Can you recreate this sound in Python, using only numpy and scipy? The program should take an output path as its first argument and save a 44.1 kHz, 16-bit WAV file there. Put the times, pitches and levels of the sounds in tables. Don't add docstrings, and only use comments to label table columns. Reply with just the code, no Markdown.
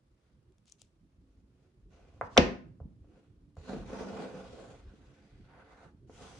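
import sys
import numpy as np
from scipy import signal
from scipy.io import wavfile
from scipy.ndimage import uniform_filter1d

SR = 44100
rng = np.random.default_rng(int(sys.argv[2]) if len(sys.argv) > 2 else 0)


def wrap_up_sound(samples):
    columns = np.atleast_2d(samples).T
    tamed = np.clip(columns, -1, 1)
    steps = np.round(tamed * 32767).astype(np.int16)
    wavfile.write(sys.argv[1], SR, steps)


N = 281799

# f/Hz, level/dB, t60/s
TABLE_TOP = [(199, -9, 0.32), (270, 0, 0.066), (390, -14, 0.035), (438, -9.5, 0.049), (514.3, 3.5, 0.03),
             (637, 8, 0.014), (725, -9.5, .05), (1060, -13, 0.04), (1320, -5, 0.0083), (2230, -16.5, .015)]
# start t/s, end t/s, rms level/dB
SNAP_RUN = (2.3748, 2.3794, -12.5)
AIR_HZ, AIR_DB = 11300, -19.5
USUAL_DB = -60


def gain_of(db):
    return 10 ** (np.asarray(db) / 20)


def evened(x):
    return x / np.sqrt(np.mean(x ** 2) + 1e-20)


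def read(points, hz):
    f, value = np.transpose(points)
    return np.interp(np.log(hz + 1), np.log(f + 1), value)


def add(mix, s, sound):
    part = mix[..., round(s * SR):][..., :sound.shape[-1]]
    part += sound[..., :part.shape[-1]]


def along(s, db):
    t = np.arange(N) / SR
    fade = np.clip(np.minimum(t - s[0], s[-1] - t) / 0.0062, 0, 1)
    return fade * gain_of(np.interp(t, s, db))


def split(x, hz):
    dull = signal.sosfiltfilt(signal.butter(2, hz, fs=SR, output="sos"), x)
    return dull, x - dull


def ring(modes, lags=0):
    t = np.arange(SR // 2) / SR
    wave = 0
    for (hz, db, t60), lag in zip(modes, lags + np.zeros(len(modes))):
        wave = wave + gain_of(db - 60 * t / t60) * np.sin(2 * np.pi * hz * t - lag)
    return wave / abs(wave).max()


def causal(colour):
    hz = abs(np.fft.fftfreq(2048, 1 / SR))
    log_gain = np.log(gain_of(np.maximum(read(colour, hz), -100)))
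    wave = np.fft.ifft(np.conj(np.exp(signal.hilbert(log_gain)))).real[:512]
    return wave / abs(wave).max()


def noise(colour, patchy_db, flicker_db, unlike, size, order=3):
    # f/Hz, likeness (0 to 1)
    likeness = [(60, 1), (170, 0.77), (470, 0.84), (1320, 0.48), (3690, 0.045), (10400, 0.1)]
    # f/Hz, level/dB
    tilt = [(60, 0.5), (170, -5), (470, -3), (1320, -2), (3690, 3.5), (10400, -3)]
    frames, hz = 2 * N // size + 3, np.fft.rfftfreq(size, 1 / SR)
    a, b, c, d, patches = rng.standard_normal((frames, len(hz), 5)).T
    patches = uniform_filter1d(patches, size=4, axis=0)
    patches = evened(uniform_filter1d(patches, size=order, axis=1))
    flicker = evened(uniform_filter1d(rng.standard_normal(frames), size=2))
    same = np.clip(read(likeness, hz), .01, 1)[:, None] ** abs(unlike)
    left = a + 1j * b
    right = same * left + np.sqrt(1 - same ** 2) * (c + 1j * d)
    z = np.array([left, right])
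    z *= gain_of(read(colour, hz)[:, None] + patchy_db * patches + flicker_db * flicker)
    z *= gain_of(np.multiply.outer([.5, -.5], read(tilt, hz)))[:, :, None]
    return evened(signal.istft(z, window="cosine", nperseg=size)[1][:, :N])


def background():
    # t/s, level/dB
    rumble_level = [(0.0, -65.5), (1.99, -61), (2.49, -46.5), (2.95, -56.5), (3.58, -60.5), (3.77, -40.5),
                    (4.0, -54), (4.79, -55.5), (5.92, -58), (6.39, -53.5)]
    # f/Hz, level/dB per Hz
    rumble_colour = [(12, -44), (20, -21.5), (32, 0.5), (54, -1), (129, -5), (215, -11.5), (267, -17),
                     (298, -14.5), (376, -16.5), (579, -35), (800, -44), (1040, -65.5), (1760, -120)]
    # f/Hz, level/dB per Hz
    hiss_colour = [(290, -27), (500, -1.5), (726, -12), (1150, -12), (1880, -17), (5190, -22.5),
                   (8460, -28), (10800, -28.5), (14000, -58.5), (22000, -120)]
    # start t/s, end t/s, f/Hz, rms level/dB
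    tones = [(0.98, 1.657, 267, -76.5), (1.426, 2.194, 370, -80), (2.498, 6.307, 289.3, -71.5)]
    t = np.arange(N) / SR
    rumble = noise(rumble_colour, patchy_db=3.0, flicker_db=2.5, unlike=0.27, size=2048)
    hum = 0
    for start, end, hz, db in tones:
        swell = along([start, start + 0.062, end - .15, end], [db - 36, db, db, db + 2])
        hum = hum + swell * np.sin(2 * np.pi * hz * t)
    hiss = gain_of(-79.5) * noise(hiss_colour, patchy_db=0.9, flicker_db=0.85, unlike=5.0, size=512)
    return gain_of(np.interp(t, *np.transpose(rumble_level))) * rumble + np.sqrt(2) * hum + hiss


def hollow():
    # t/s, f/Hz, level/dB
    band = [(4.98, 1244, -83.5), (5.1, 1352, -79), (5.279, 2080, -78), (5.5, 1910, -80), (5.9, 1500, -70)]
    s, hz, db = np.transpose(band)
    slow = uniform_filter1d(rng.standard_normal((2, 2, N)), size=45)
    a, b = evened(uniform_filter1d(slow, size=45))
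    turn = 2 * np.pi * np.cumsum(np.interp(np.arange(N) / SR, s, hz)) / SR
    return along(s, db) * (a * np.cos(turn) + b * np.sin(turn))


def squeak():
    # t/s, f/Hz, rms level/dB
    glide = [(4.81, 5250, -88), (4.85, 4960, -86), (4.88, 5200, -87), (4.92, 5480, -92)]
    s, hz, db = np.transpose(glide)
    waver = 1 + 0.013 * evened(uniform_filter1d(rng.standard_normal(N), size=60))
    pitch = np.interp(np.arange(N) / SR, s, hz) * waver
    return along(s, db) * np.sqrt(2) * np.sin(2 * np.pi * np.cumsum(pitch) / SR)


def rustle():
    # t/s, level/dB
    swells = [
        [(.655, -84), (.68, -69), (.72, -73.5), (.76, -80)],
        [(.78, -77), (.815, -68), (.84, -75), (.9, -91)],
        [(2.26, -94), (2.31, -71), (2.34, -65), (2.365, -60), (2.369, -44), (2.376, -38)],
    ]
    # f/Hz, level/dB per Hz
    colour = [(1500, -23.5), (2800, 1.5), (4000, -1), (6000, -1.5), (8000, -9.5), (10500, -23)]
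    grit = noise(colour, patchy_db=-0.5, flicker_db=-1.5, unlike=0.54, size=128)
    return grit * sum(along(*np.transpose(swell)) for swell in swells)


def ticks():
    # t/s, peak level before panning/dB, lift of the body below body_hz/dB
    clear = [(0.5226, -65, 15), (0.583, -57.5, 22), (0.6566, -53.5, 8), (0.668, -58, 3), (0.678, -56, 5),
             (0.681, -52, 3), (0.6926, -57, 3), (0.698, -46.5, 3), (0.701, -57, -2), (0.712, -61, 0),
             (0.7175, -51, -2), (0.72, -48, -5), (0.7222, -38, -12), (0.7912, -66, 2), (0.7957, -56, 0),
             (0.8095, -59, 2), (0.8154, -53, -3), (0.8178, -35.5, 1.5), (0.818, -47, -3), (0.832, -66, -3),
             (2.2107, -60, -2), (3.5545, -63, 14), (3.57, -53, 10)]
    # f/Hz, level/dB per Hz
    colour = [(290, -46), (500, -3), (1700, -13), (2660, -5.5), (3400, -3.5), (4560, -5.5), (6540, 5.5),
              (8350, -2), (9870, -6), (10800, -19.5), (12500, -22), (15000, -7), (22000, -23)]
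    # start t/s, end t/s, rate/per s, mean peak level/dB
    flurries = [(0.656, 0.743, 200, -80), (0.788, 0.857, 200, -69)]
    body_hz = 4200
    first, hard_slope = 2.2, 0.29
    pan_mean_db, pan_spread_db, size_spread_db = 4.5, 2.5, 1
    out, click, t = np.zeros((2, N)), causal(colour), np.arange(130) / SR
    body, top = split(click, body_hz)
    top, air = split(top, AIR_HZ)
    small = [(s, db + size_spread_db * rng.standard_normal(), 0) for start, end, rate, db in flurries
             for s in rng.uniform(start, end, round(rate * (end - start)))]
    for s, db, body_db in clear + small:
        draw = rng.standard_normal(130)
        pan_db = pan_mean_db + pan_spread_db * rng.standard_normal()
        contacts = np.r_[first, draw[1:]] ** 3 * np.exp(-t / 0.0009)
        ball = gain_of(body_db) * body + top + gain_of(hard_slope * (db - USUAL_DB)) * air
        rattle = np.convolve(contacts, ball)
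        add(out, s, gain_of(db + np.array([[.5], [-.5]]) * pan_db) * rattle / abs(rattle).max())
    return out


def drag():
    # t/s, scrape level/dB
    strokes = [
        [(.17, -91), (.3, -85.5), (.37, -94)],
        [(1.25, -99), (1.33, -88), (1.42, -85)],
        [(1.5, -96), (1.66, -80.5), (1.73, -89)],
        [(1.9, -80), (1.934, -70), (2.2, -73), (2.28, -59)],
        [(3.0, -94), (3.05, -86), (3.18, -70.5), (3.3, -86), (3.4, -100)],
        [(3.562, -85), (3.585, -70), (3.64, -74), (3.69, -74)],
        [(3.63, -73), (3.67, -64), (3.692, -49), (3.735, -50.5), (3.8, -56.5), (3.86, -61), (3.9, -76)],
        [(3.85, -78.5), (3.9, -50.5), (3.99, -48.5), (4.05, -50), (4.09, -47), (4.16, -49), (4.23, -45.5),
         (4.27, -51.5), (4.4, -53), (4.5, -59.5), (4.56, -81)],
        [(4.47, -101), (4.53, -59.5), (4.61, -57.5), (4.74, -62), (4.82, -85.5)],
        [(4.74, -91), (4.8, -74.5), (4.9, -75.5), (5.05, -74), (5.25, -76), (5.45, -78.5), (5.52, -103)],
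        [(5.44, -92.5), (5.49, -68.5), (5.55, -64.5), (5.6, -61), (5.64, -67.5), (5.68, -69), (5.74, -79)],
        [(5.64, -87), (5.71, -64.5), (5.79, -63), (5.84, -60), (5.885, -67), (5.93, -85.5)],
        [(6.07, -84), (6.13, -67.5), (6.22, -55.5), (6.31, -59), (6.4, -59)],
    ]
    # shaking of the table/dB, hiss of the fibres/dB,
    # lift of the top of the scrape/dB, lift of the top of the hiss/dB, lift of the deep shaking/dB
    loads = [(5, -6.5, 10, 1, 4), (-5, -9, -4, 7, 4), (9, -6.5, -20, 1, -10), (6.5, -5.5, -19, -0.5, 0.5),
             (4, -7, -12, -1, 8), (10.5, 1, -4.5, 0.5, -1), (5, -4.5, -5, 1, 2), (4, -6, -10, 1, 1),
             (9, -5, -1, 4, -9.5), (5.5, -1.5, 8.5, -1, 3), (1.5, -6.5, 9.5, -17, -3),
             (0, -10.5, 6.5, 2, -8), (1, -3.5, -10, 7.5, 0.5)]
    # f/Hz, level/dB per Hz
    shake_colour = [(60, -41.5), (150, -3.5), (210, -0.5), (330, 3), (520, 2), (700, -1.5), (900, -7.5),
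                    (1400, -54)]
    scrape_colour = [(500, -11.5), (800, 1), (1100, -5), (1500, -4), (1800, -11.5), (2300, -22),
                     (3200, -44)]
    fibre_colour = [(880, -15), (1500, -7.5), (2090, -5.5), (2450, -3.5), (3300, -7), (4400, -9.5),
                    (5010, -10.5), (5530, -12.5), (6260, -10.5), (7270, -16.5), (9860, -24), (10800, -32),
                    (12000, -31), (13500, -20), (14600, -32), (22000, -120)]
    shake_slope, hiss_slope = 1.103, 0.77
    surge_db, grain_depth, catches_per_s, catch_db = 1.0, 0.075, 220, 3.5

    bumps = noise(shake_colour, patchy_db=1.5, flicker_db=1.5, unlike=0.94, size=1024, order=5)
    rung = signal.oaconvolve(bumps, ring(TABLE_TOP)[None], axes=1)[:, :N]
    shake = evened(bumps + gain_of(-18.0) * rung)

    slow = uniform_filter1d(uniform_filter1d(rng.standard_normal(N), size=900), size=900)
    surge = gain_of(surge_db * evened(slow))
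    catches = gain_of(catch_db * np.minimum(rng.exponential(1, N), 4))
    catches = catches * (rng.random(N) < catches_per_s / SR)
    grain = surge * (1 + grain_depth * evened(signal.oaconvolve(catches, np.hanning(130), "same")))
    grain = evened(grain)

    scrape = noise(scrape_colour, patchy_db=1.5, flicker_db=1.27, unlike=0.97, size=1024, order=8)
    fibres = noise(fibre_colour, patchy_db=1.8, flicker_db=.9, unlike=.9, size=256, order=70)
    shake, shake_top = split(shake, 320.0)
    scrape, scrape_top = split(scrape, 1800.0)
    fibres, fibres_top = split(fibres, 4700.0)
    out = 0
    for stroke, load in zip(strokes, loads):
        shake_db, hiss_db, scrape_lift_db, hiss_lift_db, deep_db = load
        s, db = np.transpose(stroke)
        over_db = db - USUAL_DB
        shake_gain = along(s, USUAL_DB + shake_db + shake_slope * over_db)
        hiss_gain = along(s, USUAL_DB + hiss_db + hiss_slope * over_db)
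        out = out + shake_gain * (gain_of(deep_db) * shake + shake_top)
        out = out + along(s, db) * grain * (scrape + gain_of(scrape_lift_db) * scrape_top)
        out = out + hiss_gain * grain * (fibres + gain_of(hiss_lift_db) * fibres_top)
    return out


def snap():
    # f/Hz, width/Hz, level/dB, lag at the right port against the left/rad
    slab = [(1340, 450, 2, -1.45), (2220, 290, -3.5, -0.37), (2750, 92, -4, 4), (3470, 380, 1.5, 0.8),
            (3850, 400, 1, 0.4), (4940, 300, -14, 0.7), (5800, 310, -0.5, 0.4), (6140, 1500, -6.5, 0.5),
            (7080, 460, -16.5, 0.36), (8360, 270, -14.5, -1.5)]
    start, end, db = SNAP_RUN
    shared, left, right = rng.standard_normal((600, 3))[:round((end - start) * SR)].T
    shared = shared * abs(shared) * gain_of(np.linspace(-5.0, 0, len(shared)))
    modes = [(hz, level, 2.3 / width) for hz, width, level, _ in slab]
    lags = np.array(slab)[:, 3]
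    rise = np.minimum(np.arange(1500) / SR / 0.0003, 1)
    body = np.array([np.convolve(ring(modes, side * lags)[:1500] * rise, np.hanning(6)) for side in (-.5, .5)])
    sound = signal.fftconvolve([shared + 0.39 * left, shared + 0.3 * right], body, axes=1)
    out = np.zeros((2, N))
    add(out, start, gain_of(db) * sound / np.sqrt(np.mean(sound[:, :len(shared)] ** 2)))
    return out


def slap():
    # f/Hz, level/dB per Hz
    colour = [(410, -40), (700, -13.5), (1610, -4.5), (1790, -0.5), (2330, -3.5), (2640, -1), (3170, -8.5),
              (5890, -13), (10800, -53), (14000, -81.5), (22000, -120)]
    out = np.zeros(N)
    add(out, SNAP_RUN[0], gain_of(-1.5) * causal(colour))
    return out


def knocks():
    # t/s, peak level/dB, nominal pitch of the contact pulse f/Hz, deep thump level/dB
    hits = [(2.2118, -16, 1080, -52), (2.364, -27.5, 880, -53), (2.369, -7.5, 1220, -26.5),
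            (2.378, -4.5, 690, -12), (2.384, -13, 330, -24), (2.8018, -43, 735, -29),
            (2.85, -46, 203.3, -51), (3.044, -57, 703, -63), (3.568, -42.5, 892, -31),
            (3.731, -31.5, 400, -66), (3.744, -36, 340, -60), (3.768, -37, 301, -53),
            (3.929, -35, 460, -51), (4.007, -33, 445, -52), (4.24, -39, 500, -66), (4.935, -51, 356, -62),
            (5.6, -57, 510, -73), (5.83, -53.5, 706, -68), (6.095, -43.5, 500, -58.5),
            (6.097, -45.5, 923, -78)]
    # f/Hz, level/dB, t60/s
    frame_modes = [(53, -9.5, 0.41), (75.18, 3, 0.18), (131, -12, 0.27), (144.5, -11, 0.28)]
    pulses, thumps, frame = np.zeros(N), np.zeros(N), ring(frame_modes)
    frame = frame * np.minimum(np.arange(len(frame)) / SR / 0.014, 1)
    for s, db, hz, thump_db in hits:
        turns = np.arange(0, 6, hz / SR)
        pulse = turns ** 2 * np.exp(-turns / 0.37) * np.sin(2 * np.pi * 1.49 * turns ** 0.57)
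        cushion = signal.butter(6, min(2.3 * hz, SR / 3), fs=SR, output="sos")
        pulse = signal.sosfilt(cushion, pulse)
        add(pulses, s, gain_of(db) * pulse / abs(pulse).max())
        add(thumps, s, -gain_of(thump_db) * frame)
    table = gain_of(-26.5) * signal.oaconvolve(pulses, ring(TABLE_TOP))[:N]
    return pulses, table, thumps


def room(x):
    # f/Hz, t60/s
    decay = [(100, 0.65), (500, 0.38), (1500, 0.4), (2700, .36), (4000, 0.33), (6500, 0.32), (10000, 0.35)]
    # f/Hz, likeness (0 to 1)
    echo_likeness = [(60, 0.32), (170, 0.33), (400, 0.83), (800, 0.18), (2000, 0.037)]
    early_db, early_s = 5, 0.0063
    taps = np.zeros((2, SR))
    at = np.arange(60, SR - 20, 20) + rng.integers(0, 20, (2, (SR - 61) // 20))
    np.put_along_axis(taps, at, rng.choice([-1., 1.], at.shape), 1)
    taps = taps * (1 + gain_of(early_db) * np.exp(-np.arange(SR) / SR / early_s))
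    hz, t, z = signal.stft(taps, SR, nperseg=256)
    same = np.clip(read(echo_likeness, hz), 0, 1)[:, None]
    z[1] = same * z[0] + np.sqrt(1 - same ** 2) * z[1]
    tail = signal.istft(z * gain_of(-60 * t / read(decay, hz)[:, None]), SR, nperseg=256)[1]
    return signal.fftconvolve(x[None], tail / np.linalg.norm(tail[0]), axes=1)[:, :N]


def scene():
    pulses, table, thumps = knocks()
    clicks, rub = ticks(), drag()
    hits = pulses + table + thumps
    shaded = signal.lfilter(*signal.butter(1, 3000, fs=SR), hits)
    direct = np.array([hits, shaded]) * gain_of([[-.9], [.9]]) + snap() + clicks
    to_walls = gain_of(-1.0) * pulses + gain_of(-6.5) * table + slap()
    to_walls = to_walls + gain_of(-14.0) * clicks.mean(0) + gain_of(-6.5) * rub.mean(0)
    echoes = room(to_walls)
    return direct + echoes + rub + rustle() + squeak() + hollow() + background()


def record(dry):
    edge_hz = 16500
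    cut = signal.sosfilt(signal.butter(4, 38., "high", fs=SR, output="sos"), dry)
    rounded = 1.15 * np.tanh(cut / 1.33)
    full, main = (signal.firwin(255, hz, window=("kaiser", 7), fs=SR) for hz in (edge_hz, AIR_HZ))
    response = main + gain_of(AIR_DB) * (full - main)
    return signal.oaconvolve(rounded, response[None], "same")


dry = scene()
out = record(dry)
wrap_up_sound(out)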